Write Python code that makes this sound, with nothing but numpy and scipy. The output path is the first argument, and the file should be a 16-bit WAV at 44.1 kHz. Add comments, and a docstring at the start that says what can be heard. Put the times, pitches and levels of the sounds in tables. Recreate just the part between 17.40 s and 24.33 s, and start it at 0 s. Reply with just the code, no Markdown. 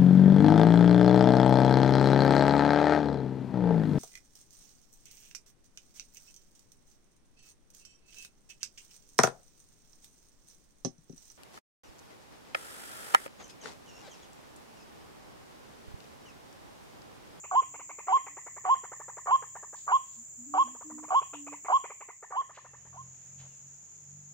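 """A loud, repeated croak that leaps into a whistle, over a chatter of short rising clucks: two waterhens
beside a muddy ditch edged with palms. The croak is a period-doubled syrinx, each cluck a quickening pulse
train through throat and beak. Insects drone all round, far birds hoot and whistle, dry fronds crackle,
and the low firing orders of a distant engine come up as the calling dies away."""
import sys
import numpy as np
from scipy import signal
from scipy.fft import rfft, irfft, next_fast_len
from scipy.io import wavfile
from scipy.ndimage import map_coordinates

SR = 44100
rng = np.random.default_rng(int(sys.argv[2]) if len(sys.argv) > 2 else 0)


def materialize(psi):
    """Save the field psi as 16-bit PCM at rate SR to the path in sys.argv[1].

    A 1-D psi becomes a single channel; in a 2-D psi each row is a channel.
    """
    bounded = np.clip(np.atleast_2d(psi).T, -1, 1)
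    quanta = np.round(bounded * 32767).astype(np.int16)
    wavfile.write(sys.argv[1], SR, quanta)


N = 305613
T = np.arange(N) / SR


def undb(db):
    """Decibels to gain."""
    return 10 ** (np.asarray(db) / 20)


def unit(x):
    """Scale to rms 1."""
    return x / np.sqrt(np.mean(x ** 2) + 1e-20)


def phase_of(hz):
    """Running phase in radians."""
    return 2 * np.pi * np.cumsum(hz) / SR


def curves(rows, t=T):
    """Value columns of a (t/s, value, ...) table at times t."""
    times, *columns = np.transpose(rows)
    return [np.interp(t, times, column) for column in columns]


def response(spectrum, hz):
    """Gain of an (f/Hz, level/dB) spectrum at hz."""
    points_hz, db = np.transpose(spectrum)
    return undb(np.interp(np.log(hz + 1), np.log(points_hz), db))


def noise(spectrum, size=N):
    """Noise of rms 1 with an (f/Hz, level/dB) spectrum."""
    n = next_fast_len(size)
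    gain = response(spectrum, np.arange(n // 2 + 1) * SR / n)
    return unit(irfft(rfft(rng.standard_normal(n)) * gain, n)[:size])


def band(x, hz, width_hz):
    """One resonance applied twice."""
    b, a = signal.iirpeak(hz, hz / width_hz, fs=SR)
    return signal.lfilter(b, a, signal.lfilter(b, a, x))


def walk(rate_hz, t=T):
    """Smooth random curve of spread near 1."""
    knots = rng.standard_normal(4096)
    return map_coordinates(knots, [(t - t[0]) * rate_hz], order=2, mode="wrap")


def rise(t, width):
    """Smooth 0-to-1 step centred on t = 0."""
    return .5 + .5 * np.sin(np.pi * np.clip(t / width, -.5, .5))


def add(out, start_s, x):
    """Mix x into out from start_s."""
    i = max(int(start_s * SR), 0)
    out[i:i + len(x)] += x[:N - i]


def delay(x, ms):
    """Fractional-sample delay."""
    n = next_fast_len(N + SR // 4)
    hz = np.arange(n // 2 + 1) * SR / n
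    return irfft(rfft(x, n) * np.exp(-2j * np.pi * hz * ms / 1000), n)[:N]


def place(x, lag_ms, pan_db):
    """Direct sound in stereo; positive lag and pan put it to the left."""
    return np.array([x * undb(pan_db / 2), delay(x, lag_ms) * undb(-pan_db / 2)])


def grove(x, low_db, high_db, low_t60_s, high_t60_s):
    """Stereo scatter from trunks and fronds, which throw back the upper partials best."""
    t = T[:SR * 3 // 4]
    sides = []
    for _ in range(2):
        low = noise([(150, 0), (1300, 0), (1800, -30), (3000, -70)], len(t))
        high = noise([(1200, -60), (1800, 0), (5500, 0), (9000, -30)], len(t))
        tail = low * undb(low_db - 60 * t / low_t60_s) + high * undb(high_db - 60 * t / high_t60_s)
        sides.append(signal.fftconvolve(x, tail * rise(t - .012, .09) / np.sqrt(SR))[:N])
    return np.array(sides)


# Open-air spectrum: f/Hz, relative level/dB
AIR_SPECTRUM = [(20, -26), (45, -4), (80, -2), (130, 2.5), (200, -5.5), (350, -12), (700, -12.5),
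                (1200, -16), (2500, -18), (4500, -32.5), (8500, -42), (10500, -57)]
# Open-air envelope: t/s, level/dB
AIR_ENVELOPE = [(0, -68), (4.3, -69.5), (4.85, -76), (5.4, -66), (6.93, -70)]


def air():
    """Far rumble, alike in both ears, under a faint wash of leaves; the level dips briefly."""
    db, = curves(AIR_ENVELOPE)
    mid = noise(AIR_SPECTRUM) * undb(.4 * walk(31))
    diffuse = noise(AIR_SPECTRUM)
    side = .2 * diffuse + .75 * signal.lfilter(*signal.butter(1, 500, "high", fs=SR), diffuse)
    return undb(db) * np.array([mid + side, mid - side])


# Chorus envelope: t/s, relative level/dB
INSECT_ENVELOPE = [(0.0, -50), (0.07, -50.5), (3.98, -50), (4.42, -51), (4.77, -55.5), (5.19, -59),
                   (5.88, -53.5), (6.93, -55.5)]
# Spectra of the early drone, late drone and high sizzle: f/Hz, relative level/dB
EARLY_DRONE_SPECTRUM = [(2710, -60), (4600, -57), (4920, -25.5), (5940, -14.5), (6820, 5.5), (7170, 8.5),
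                        (7550, 2), (8280, -19.5), (9250, -31), (9600, -50.5), (12500, -82), (21100, -120)]
LATE_DRONE_SPECTRUM = [(2710, -29.5), (4600, -30.5), (5790, -15), (6430, -1.5), (6780, 4.5), (7320, -0.5),
                       (7460, -6.5), (8010, -20), (9080, -29), (9600, -49), (12500, -91), (21100, -120)]
SIZZLE_SPECTRUM = [(11000, -46.5), (13200, -12), (14200, -8), (15300, 2.5), (16000, -8)]


def insects(beat_hz=93, detune=.0019):
    """A chorus pulsing with its muscle beat; near 5 s the drone sinks in pitch and the sizzle drops."""
    db, = curves(INSECT_ENVELOPE)
    beat = 1 + .12 * np.sin(phase_of(beat_hz + .5 * walk(5.6)))
    late = rise(T - 5, .84)
    drone_db, sizzle_db = db + 3, db - 20.5 - 4.5 * late
    sides = []
    for side in (1, -1):  # left, right
        early_song, late_song = (noise([(hz * (1 - detune * side), level) for hz, level in spectrum])
                                 for spectrum in (EARLY_DRONE_SPECTRUM, LATE_DRONE_SPECTRUM))
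        song = np.sqrt(1 - late) * early_song + np.sqrt(late) * late_song
        drone = song * beat * undb(drone_db + .55 * walk(40))
        sizzle = noise(SIZZLE_SPECTRUM) * undb(sizzle_db - 4.9 * side)
        sides.append(drone + sizzle)
    return np.array(sides)


# Engine envelope, faint and then nearer: t/s, relative level/dB
ENGINE_FAINT_ENVELOPE = [(0.7, -79), (1.93, -68.5), (2.42, -79.5), (3.98, -73), (4.8, -89)]
ENGINE_NEAR_ENVELOPE = [(4.92, -80), (5.64, -53.5), (5.8, -66), (6.01, -54), (6.2, -73), (6.25, -59),
                        (6.51, -74.5), (6.73, -57), (6.93, -60)]
# Firing orders: multiple of the cycle rate, relative level/dB
FIRING_ORDERS = [(1, -21.5), (2, -5.5), (3, 5), (4, -8), (5, -20.5)]


def engine(idle_hz=42.5, speed_up_s=5.45, ramp_hz_per_s=4.5):
    """Only the lowest firing orders of a far engine carry, fading in and out as it picks up speed."""
    db, = curves([*ENGINE_FAINT_ENVELOPE, *ENGINE_NEAR_ENVELOPE])
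    cycle_hz = idle_hz + ramp_hz_per_s * np.maximum(T - speed_up_s, 0)
    phase = phase_of(cycle_hz * (1 + .012 * walk(25)))
    hum = sum(undb(order_db + 1.5 * walk(8.8)) * np.sin(k * phase) for k, order_db in FIRING_ORDERS)
    return place(unit(hum) * undb(db + 1), lag_ms=-.2, pan_db=.2)


# Frond rustles: t/s, length/s, level/dB, centre f/Hz
FROND_RUSTLES = [(2.347, 0.075, -64, 4800), (2.622, 0.18, -73.5, 4220), (5.133, 0.049, -61.5, 2140),
                 (5.686, 0.21, -78.5, 2164), (5.975, 0.063, -64, 2550), (5.98, 0.12, -68, 693),
                 (6.079, 0.15, -80, 2600)]


def fronds():
    """Dry fronds crackle in short showers of tiny snaps."""
    dry = np.zeros(N)
    for start_s, length_s, db, hz in FROND_RUSTLES:
        n = int(length_s * SR)
        snaps = rng.standard_normal(n) * undb(5.5 * np.minimum(rng.exponential(size=n), 6.5))
        shower = band(snaps, hz, width_hz=1.2 * hz) * np.hanning(n) ** .5
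        add(dry, start_s, undb(db) * unit(shower))
    scatter = grove(dry, low_db=-11, high_db=11.5, low_t60_s=.23, high_t60_s=.35)
    return place(dry, lag_ms=.059, pan_db=0) + scatter


# Low hoots and a small bird's thin whistles: t/s, length/s, f/Hz, glide/Hz, level/dB
FAR_HOOTS = [(.13, .45, 307.6, -8.5, -73.5), (.818, 0.13, 295, -4.5, -72), (2.747, 0.08, 230.5, 14, -59),
             (2.96, .11, 241.4, 18.5, -52.5), (3.042, 0.19, 295, 48, -51), (3.219, 0.11, 245, 21.5, -52.5),
             (3.426, 0.22, 301.6, -9, -49.5), (3.489, 0.11, 239, 8.5, -53),
             (3.909, 0.24, 294.5, -3.5, -52.5)]
FAR_WHISTLES = [(5.23, 0.14, 2700, -120, -78), (5.33, .16, 2970, 236, -83), (6.07, .09, 2820, -390, -75.5)]


def far_birds(sag_hz_per_s=55):
    """Near-sine notes, smeared by the trees; each glides, wavers and sags mid-note, more when long."""
    dry = np.zeros(N)
    for start_s, length_s, pitch_hz, glide_hz, db in [*FAR_HOOTS, *FAR_WHISTLES]:
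        t = T[:int((length_s + .04) * SR)]
        along = np.minimum(t / length_s, 1) - .5
        sag_hz = sag_hz_per_s * length_s * ((2 * along) ** 2 - 1 / 3)
        hz = (pitch_hz + glide_hz * along + sag_hz) * (1 + .01 * walk(14, t))
        envelope = rise(t - .025, .034) * rise(length_s - t, .081) * undb(.89 * walk(17, t))
        add(dry, start_s, np.sqrt(2) * undb(db) * np.sin(phase_of(hz)) * envelope)
    scatter = grove(dry, low_db=-6, high_db=-2, low_t60_s=.6, high_t60_s=.4)
    return place(dry, lag_ms=-.37, pan_db=-1.5) + scatter


# Throat response: f/Hz, gain/dB
THROAT_RESPONSE = [(300, -16.5), (450, -3.5), (800, -3.5), (1120, 2.5), (1400, -4), (1900, -26.5),
                   (3000, -32.5), (4500, -42)]
# Beak resonance, set by how far it opens: t/s, f/Hz, gain/dB
BEAK_RESONANCE = [(0, 2650, -1), (1.6, 1833, -4.5), (2.3, 1644, -3.5), (3.4, 1580, -13.5),
                  (3.65, 2424, -13.5), (3.93, 3090, -4), (4.15, 2290, -3.5), (4.6, 2450, -2.5),
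                  (4.85, 1826, -3.5)]


def throat_and_beak(hz, start_s, t):
    """Seven harmonics of a pulse train through the open beak and the throat, whose ringing lags them."""
    beak_hz, beak_db = curves(BEAK_RESONANCE, start_s)
    phase = phase_of(hz)
    voice = 0
    for k in range(1, 8):
        beak = undb(beak_db) / (1 + 1j * (k * hz - beak_hz) / 260) ** 3
        lag_rad = 2 * np.arctan((k * hz - 1000) / 300)
        throat = response(THROAT_RESPONSE, k * hz) * np.exp(-1j * lag_rad)
        voice += np.real((throat + beak) * np.exp(1j * k * phase)) * undb(walk(99, t))
    return voice


# Clucks: t/s, relative level/dB
CLUCK_EVENTS = [(0.037, -48), (0.217, -51), (0.339, -47.5), (0.394, -49), (0.492, -46), (0.584, -47),
                (0.669, -44), (0.764, -46), (0.863, -45.5), (0.967, -47), (1.063, -48.5), (1.163, -47.5),
                (1.243, -44), (1.344, -50), (1.435, -46), (1.517, -45.5), (1.598, -46.5), (1.681, -46.5),
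                (1.769, -46), (1.857, -46.5), (1.944, -48.5), (2.021, -46.5), (2.151, -44.5), (2.226, -49),
                (2.328, -49), (2.468, -50.5), (3.271, -56), (3.346, -54), (3.408, -50), (3.498, -50),
                (3.578, -53.5), (3.631, -47), (3.68, -50.5), (3.814, -46), (3.932, -45), (4.066, -46.5),
                (4.123, -45), (4.246, -44.5), (4.438, -44), (4.499, -46.5), (4.606, -47), (4.685, -48.5),
                (4.825, -49), (4.904, -48), (5.009, -54), (5.092, -52), (5.17, -50.5), (5.245, -53.5),
                (5.332, -56.5), (5.45, -61)]
# Pitch late in a cluck's rise: time since the previous cluck/s, f/Hz
CLUCK_PITCH_BY_GAP = [(.055, 989), (.08, 1082), (.1, 1035), (.13, 966)]


def clucking_hen(slur_s=.06):
    """Each cluck is a pulse train, uneven at first, that speeds up out of a throaty rattle."""
    dry = np.zeros(N)
    t = T[:SR // 16] - .015
    unsteady = np.exp(-np.abs(t - .004) / .008)
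    gaps_s = np.diff([start_s for start_s, _ in CLUCK_EVENTS], prepend=-1)
    for (start_s, db), gap_s in zip(CLUCK_EVENTS, gaps_s):
        # a cluck hard on the heels of another starts higher and eases in
        floor_hz, attack_s = (545, .02) if gap_s < slur_s else (411.5, .008)
        target_hz = curves(CLUCK_PITCH_BY_GAP, gap_s)[0] * (1 + .025 * rng.standard_normal())
        bend = 1.1 + .18 * rng.standard_normal()
        sweep = np.minimum(.4 + .59 * (np.maximum(t, 0) / .02) ** bend, 1.22)
        jitter = 1 + .13 * unsteady * walk(330, t) + .02 * walk(150, t)
        hz = np.maximum(target_hz * sweep, floor_hz) * jitter
        voice = throat_and_beak(hz, start_s, t)
        voice *= rise(t - .0015, attack_s) * rise(.0258 - t, .011)
        voice *= 1 - .25 * unsteady + .2 * unsteady * walk(400, t)
        rattle = noise([(250, -30.5), (420, 6.5), (750, -7), (1250, -1.5), (1600, -10),
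                        (2600, -35.5), (6000, -66)], len(t))
        rattle *= undb(1.5) * unsteady * rise(t - .0015, .009)
        add(dry, start_s + t[0], undb(db - 3.5) * (unit(voice) + rattle))
    scatter = grove(dry, low_db=2.5, high_db=15.5, low_t60_s=.14, high_t60_s=.21)
    return place(dry, lag_ms=.085, pan_db=0) + scatter


def croak_tone(phase, croak_db, overtone_db, roughness, t):
    """Period doubling puts a line at each half multiple of the pitch, each shaking on its own."""
    lines = [(.5, croak_db - 31), (1, croak_db), (1.5, overtone_db),
             (2, overtone_db - 13), (2.5, overtone_db - 32), (3, overtone_db - 21)]
    return sum(undb(db) * (1 + .55 * roughness * walk(260, t)) * np.cos(k * phase) for k, db in lines)


def whistle_tone(phase, hz, t):
    """A near-sine with faint, hoarse third and fifth harmonics."""
    third = (1 + .45 * walk(350, t)) * np.cos(3 * phase + .65 * walk(350, t))
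    fifth = rise(5 * hz - 4950, 300) * np.cos(5 * phase + 1.1 * walk(330, t))
    return np.cos(phase) + undb(-48) * np.cos(2 * phase) + undb(-31) * third + undb(-49) * fifth


def throat_burst(t):
    """The first burst of air rings the throat, dropping in pitch."""
    hz = 1020 + 330 * np.exp(-t / .0032)
    return np.exp(-((t - .004) / .0013) ** 2) * np.sin(phase_of(hz))


def loud_call(level_db, whistle_hz, croak_offset_db, roughness, leap_s=.04, whistle_s=.053):
    """The syrinx starts period-doubled and rasping, then leaps to a clean whistle."""
    end_s = leap_s + whistle_s
    t = T[:int((end_s + .04) * SR)]
    since_leap_s = np.maximum(t - leap_s, 0)
    whistling = rise(t - leap_s - .001, .029)
    croaking = 1 - whistling

    croak_hz = .7 * whistle_hz
    glide = 1 - np.exp(-(since_leap_s / .01) ** .97)
    hz = croak_hz + (whistle_hz - croak_hz + 9) * glide - 6 * rise(t - end_s, .03)
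    hz *= 1 + .06 * roughness * croaking * walk(380, t) + .003 * walk(200, t)
    phase = phase_of(hz)

    croak_db = level_db + croak_offset_db
    overtone_db = level_db - 21.5 + 11.5 * roughness
    croak = croak_tone(phase, croak_db, overtone_db, roughness, t)
    croak *= rise(t - .004, .008) * croaking * undb(4 * (t / leap_s - .6))
    burst = undb(level_db - 8) * throat_burst(t)

    whistle_db = level_db - .8 - 4 * (1 - glide) - 12 * (since_leap_s - .035)
    whistle_gain = whistling * undb(whistle_db) * rise(end_s + .002 - t, .015)
    whistle = whistle_gain * whistle_tone(phase, hz, t)

    breath = noise([(300, -14), (1000, -1), (1700, -4), (2400, 0), (2700, 3.5), (3050, 10.5),
                    (3500, -13.5), (4000, -20), (4500, -34.5), (5300, -13), (9000, -59)], len(t))
    breath *= (undb(-26.5) * whistle_gain * (1.6 - glide)
               + undb(croak_db - 29) * rise(t - .003, .004) * croaking)
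    # chaotic flapping fills the gaps between the croak's lines
    growl = noise([(250, -35.5), (480, -6), (640, -1), (900, 6.5), (1350, 1), (1500, -5.5),
                   (1650, -18.5), (2300, -56)], len(t))
    growl *= roughness * undb(croak_db - 5) * rise(t - .002, .004) * rise(leap_s + .0086 - t, .015)
    call = np.sqrt(2) * (croak + burst + whistle) + breath + growl
    return call * rise(t - .0015, .003)


# Loud calls: t/s, level/dB, nominal whistle f/Hz, croak re whistle/dB, roughness/0-1
LOUD_CALLS = [(0.110, -18.5, 1066, -14, .45), (0.680, -18.5, 1080, -8, .2), (1.249, -18.5, 1074, -11, .3),
              (1.868, -18.5, 1074, -15, .8), (2.476, -18.5, 1078, -18, .85), (3.136, -18.5, 1085, -9, .45),
              (3.703, -18.5, 1093, -9, .5), (4.281, -18.5, 1086, -11, .65), (4.921, -26.5, 1084, -16, .6),
              (5.526, -44.5, 1072, -13, .8)]


def loud_hen():
    """The loud bird, with a quick echo off the bank and two later ones off the palms."""
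    dry = np.zeros(N)
    for start_s, *voice in LOUD_CALLS:
        add(dry, start_s, loud_call(*voice))
    bank = undb(-14) * delay(dry, ms=8.62)
    reflected = band(dry, hz=1085, width_hz=600)
    palms = undb(-22.5) * delay(reflected, ms=48) + undb(-32) * delay(reflected, ms=78)
    scatter = grove(dry, low_db=-25, high_db=-1, low_t60_s=.5, high_t60_s=.5)
    return place(dry + bank + palms, lag_ms=.21, pan_db=-2) + scatter


def scene():
    """Stereo mix at the edge of the ditch."""
    return loud_hen() + clucking_hen() + far_birds() + fronds() + engine() + insects() + air()


def record(dry):
    """Steep elliptic low-pass."""
    cutoff_hz = 15600
    return signal.sosfilt(signal.ellip(10, .2, 80, cutoff_hz, fs=SR, output="sos"), dry)


dry = scene()
out = record(dry)
materialize(out)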